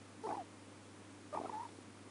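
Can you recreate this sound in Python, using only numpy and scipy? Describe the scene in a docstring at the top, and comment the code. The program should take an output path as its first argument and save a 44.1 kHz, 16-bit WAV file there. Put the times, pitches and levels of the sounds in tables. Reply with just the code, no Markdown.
"""Two small, close snores from a ferret asleep in its blanket, over a quiet room's mains hum and hiss.
Each starts as a short buzz of soft airway tissue, breaks into uneven flaps and squeaks, and ends
in a thin nasal whistle: falling the first time, rising and interrupted the second.
Air rasps and hisses through the nose; a faint wet tick and a small low rustle follow the last whistle."""
import sys
import numpy as np
from scipy import signal
from scipy.fft import rfft, irfft
from scipy.io import wavfile

SR = 44100
rng = np.random.default_rng(int(sys.argv[2]) if len(sys.argv) > 2 else 0)


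def digitize_waveform(pressure):
    """Quantize a signal to 16-bit integers and store it at the path in sys.argv[1].

    Rows of a 2-D input are taken as channels; values are limited to [-1, 1].
    """
    field = np.atleast_2d(pressure).T
    bounded = np.clip(field, -1, 1)
    quanta = np.round(bounded * 32767).astype(np.int16)
    wavfile.write(sys.argv[1], SR, quanta)


N = 92610


def from_db(db):
    """Decibels to gain."""
    return 10 ** (np.asarray(db) / 20)


def unit_rms(x):
    """Scale to unit power."""
    return x / np.sqrt(np.mean(x ** 2) + 1e-20)


def drift(rate_hz):
    """Smooth random wander, unit RMS."""
    pole = np.exp(-2 * np.pi * rate_hz / SR)
    wander = signal.lfilter([1], [1, -2 * pole, pole * pole], rng.standard_normal(N + SR))
    return unit_rms(wander[SR:])


def gate(start_s, length_s, attack_s, release_s):
    """Rounded attack, hold, rounded release."""
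    age_s = np.arange(N) / SR - start_s
    ramp = np.clip(np.minimum(age_s / attack_s, (length_s - age_s) / release_s), 0, 1)
    return np.sin(np.pi / 2 * ramp) ** 2


def progress(start_s, length_s):
    """0 to 1 over an event."""
    return np.clip((np.arange(N) / SR - start_s) / length_s, 0, 1)


def glide(start_s, length_s, from_hz, to_hz, arch_hz):
    """Pitch slide, bowed as the pressure swells and eases."""
    u = progress(start_s, length_s)
    return from_hz + (to_hz - from_hz) * u + arch_hz * np.sin(np.pi * u)


def noise(spectrum):
    """Unit-RMS noise shaped by rows of freq_hz, gain_db."""
    freq_hz, gain_db = np.transpose(spectrum)
    bins_hz = np.maximum(np.arange(N // 2 + 1) * SR / N, 1)
    gain = from_db(np.interp(np.log(bins_hz), np.log(freq_hz), gain_db))
    return unit_rms(irfft(rfft(rng.standard_normal(N)) * gain, N))


def vibration(pitch_hz, harmonics_db, jitter, shimmer_db, drift_hz):
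    """Tissue oscillating in the airflow, unsteady in pitch and strength."""
    phase = 2 * np.pi * np.cumsum(pitch_hz * (1 + jitter * drift(drift_hz))) / SR
    wave = sum(from_db(db) * np.cos(k * phase) for k, db in enumerate(harmonics_db, 1))
    return np.sqrt(2) * wave * from_db(shimmer_db * drift(drift_hz))


def room():
    """Steady mains hum and room noise."""
    # mains lines: freq_hz, level_db
    lines = [(100, -64), (120, -78.5), (200, -75), (300, -67.5)]
    # room noise spectrum: freq_hz, gain_db
    spectrum = [(60, -19.5), (95, -11.5), (140, -10.5), (200, -4), (280, 2), (340, -3.5), (490, -6.5),
                (620, -11), (780, -11.5), (1150, -12), (1600, -16), (2200, -17.5), (3000, -20.5),
                (4200, -23), (7000, -24.5), (10000, -24)]
    t = np.arange(N) / SR
    hum = sum(np.sqrt(2) * from_db(db) * np.sin(2 * np.pi * (hz * t + rng.random())) for hz, db in lines)
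    low_cut = signal.butter(1, 68.4, "high", fs=SR, output="sos")
    return hum + signal.sosfilt(low_cut, from_db(-56.5) * noise(spectrum))


def nostril_hiss(fade_db=-4.5):
    """Smooth, lingering turbulence at the nostrils."""
    # hisses: start_s, length_s, level_db
    hisses = [(0.225, .16, -59), (1.323, .52, -63)]
    # hiss spectrum: freq_hz, gain_db
    spectrum = [(1000, -6), (2000, -11.5), (3500, 2.5), (5500, 3.5), (7500, -2.5), (10000, 3)]
    envelope = np.zeros(N)
    for start_s, length_s, level_db in hisses:
        gain = from_db(level_db + fade_db * progress(start_s, length_s))
        envelope += gain * gate(start_s, length_s, attack_s=0.013, release_s=0.013)
    return envelope * noise(spectrum)


def buzzes():
    """Tissue vibrates evenly: the reedy start of each snore."""
    # buzzes: start_s, length_s, pitch_hz, level_db, slope_db_per_harmonic
    events = [(0.234, 0.031, 431, -44, -0.5), (1.3253, 0.0237, 589, -45, -3.5)]
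    # harmonics before the slope: gain_db
    base_db = [1.3, -1.5, -17, -27, -36]
    out = np.zeros(N)
    for start_s, length_s, pitch_hz, level_db, slope_db in events:
        glide_hz = glide(start_s, length_s, pitch_hz, pitch_hz, arch_hz=10)
        harmonics_db = base_db + slope_db * np.arange(len(base_db))
        tone = vibration(glide_hz, harmonics_db, jitter=0.0046, shimmer_db=2.6, drift_hz=99)
        out += from_db(level_db) * gate(start_s, length_s, attack_s=0.007, release_s=0.0023) * tone
    return out


def rasp(flutter_db=2.0):
    """Air drawn through the nose, chopped by the moving tissue."""
    # breaths: start_s, length_s, level_db
    breaths = [(0.256, 0.21, -59.5), (1.318, 0.24, -57.5), (1.512, 0.19, -58.5)]
    # rasp spectrum: freq_hz, gain_db
    spectrum = [(60, -25), (170, -7), (340, 3), (530, -7), (850, -7), (1200, -3.5), (1600, -15.5),
                (2200, -14), (3200, -22), (10000, -31)]
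    envelope = sum(from_db(level_db) * gate(start_s, length_s, attack_s=0.013, release_s=0.057)
                   for start_s, length_s, level_db in breaths)
    return envelope * noise(spectrum) * from_db(flutter_db * drift(rate_hz=130))


def squeaks():
    """The narrowed airway sounds short glides among the flaps."""
    # squeaks: start_s, length_s, from_hz, to_hz, arch_hz, level_db, overtone_db
    events = [(.265, .0085, 830, 1070, -5, -40.5, -21), (0.27, 0.0062, 1150, 1100, 28, -49, -25),
              (.301, .017, 730, 792, -6, -39, -18.5), (0.323, 0.013, 850, 840, 24, -38.5, -23.5),
              (0.345, .013, 820, 960, 71, -44, -19), (1.347, 0.0059, 860, 920, 3, -39.5, -19.5),
              (1.354, 0.0237, 1053, 940, 217, -47, -16), (1.3706, 0.0103, 950, 774, 0, -37, -28),
              (1.387, .007, 820, 877, 2, -49, -25), (1.456, 0.014, 1342, 1280, 0, -52, -22),
              (1.4943, 0.0085, 850, 994, 43, -41, -21)]
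    out = np.zeros(N)
    for start_s, length_s, from_hz, to_hz, arch_hz, level_db, overtone_db in events:
        pitch_hz = glide(start_s, length_s, from_hz, to_hz, arch_hz)
        tone = vibration(pitch_hz, [0, overtone_db], jitter=0.011, shimmer_db=1.7, drift_hz=243)
        out += from_db(level_db) * gate(start_s, length_s, attack_s=0.0023, release_s=0.0023) * tone
    return out


def swells(times_s, levels_db, modes, spread_db=1.5, detune=0.056):
    """A Gaussian tone burst per mode at each time, never quite alike."""
    t, out = np.arange(N) / SR, np.zeros(N)
    for centre_s, level_db in zip(times_s, levels_db):
        near = np.abs(t - centre_s) < 0.015
        lag_s = t[near] - centre_s
        for mode_hz, gain_db, sigma_s in modes:
            peak = from_db(level_db + gain_db + spread_db * rng.standard_normal())
            freq_hz = mode_hz * (1 + detune * rng.standard_normal())
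            envelope = peak * np.exp(-0.5 * (lag_s / sigma_s) ** 2)
            out[near] += envelope * np.cos(2 * np.pi * (freq_hz * lag_s + rng.random()))
    return out


def flaps_and_rustle():
    """Soft tissue flaps during the snores, then one small low rustle after the last whistle."""
    # flaps, with the rustle in the last row: time_s, low_db, high_db
    events = [(0.27, -39, -55), (.2760, -37, -41), (0.2809, -38, -44), (0.2916, -38.5, -35),
              (0.298, -38, -44), (0.301, -44, -45), (0.312, -43, -35.5), (0.32, -46, -40),
              (0.326, -39, -61), (0.338, -39, -51), (0.343, -54, -41.5), (.3540, -45, -47),
              (.3635, -72, -46.5), (0.3714, -42.5, -41.5), (0.38, -49, -51), (1.354, -43, -42),
              (1.3625, -40.5, -44), (1.376, -45, -50), (1.3825, -43, -43), (1.3899, -43, -37),
              (1.4014, -34.5, -45), (1.4145, -50, -39), (1.419, -38, -43), (1.427, -43, -52),
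              (1.438, -41.5, -44), (1.4474, -56, -41), (1.4519, -36, -43), (1.4583, -41.5, -39),
              (1.474, -43, -56), (1.485, -43, -52), (1.496, -47, -49), (1.503, -41.5, -64),
              (1.5159, -43, -55), (1.691, -48, -54), (1.789, -42, -59)]
    # low and high resonances: freq_hz, gain_db, sigma_s
    low_modes = [(351, -1, 0.0014)]
    high_modes = [(775, 0.5, 0.0018), (1023, -8, 0.0015), (2160, -19.5, 0.0008)]
    times_s, low_db, high_db = np.transpose(events)
    return swells(times_s, low_db, low_modes) + swells(times_s, high_db, high_modes)


def whistles(tremble_hz=93.5, depth_db=1.5):
    """Nearly pure tones as the flow eases, trembling with the loose tissue."""
    # whistles: start_s, length_s, from_hz, to_hz, arch_hz, level_db, fade_db, release_s
    events = [(0.3729, 0.0653, 854, 603, -6.5, -42.5, -3, 0.033),
              (1.5221, 0.072, 871, 904, -28, -44.5, 0, 0.008),
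              (1.593, 0.033, 870, 999, 1, -44.5, -3, 0.006), (1.625, 0.024, 932, 1017, -1, -46, -8, 0.0091),
              (1.648, .02, 953, 914, -7, -45.5, -1, .005)]
    # harmonics: gain_db
    harmonics_db = [0, -24]
    rate_hz = tremble_hz * (1 + 0.15 * drift(rate_hz=30))
    tremble_db = depth_db * np.sin(2 * np.pi * np.cumsum(rate_hz) / SR)
    out = np.zeros(N)
    for start_s, length_s, from_hz, to_hz, arch_hz, level_db, fade_db, release_s in events:
        pitch_hz = glide(start_s, length_s, from_hz, to_hz, arch_hz)
        tone = vibration(pitch_hz, harmonics_db, jitter=0.0065, shimmer_db=2.0, drift_hz=128)
        gain = from_db(level_db + fade_db * progress(start_s, length_s) + tremble_db)
        out += gain * gate(start_s, length_s, attack_s=0.0061, release_s=release_s) * tone
    return out


def wet_tick(start_s=1.686, level_db=-58, ring_hz=3450, t60_s=0.027):
    """Moisture clicks as the nostril clears: one damped sine."""
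    age_s = np.maximum(np.arange(N) - int(start_s * SR), 0) / SR
    return from_db(level_db - 60 * age_s / t60_s) * np.sin(2 * np.pi * ring_hz * age_s)


def scene():
    """Two snores over the quiet room, mono."""
    ferret = nostril_hiss() + buzzes() + rasp() + squeaks() + flaps_and_rustle() + whistles()
    ferret += wet_tick()
    return (room() + ferret)[None]


def record(dry):
    """Steep treble cut."""
    cutoff_hz = 10250
    return signal.sosfilt(signal.ellip(12, 0.2, 70, cutoff_hz, fs=SR, output="sos"), dry)


dry = scene()
out = record(dry)
digitize_waveform(out)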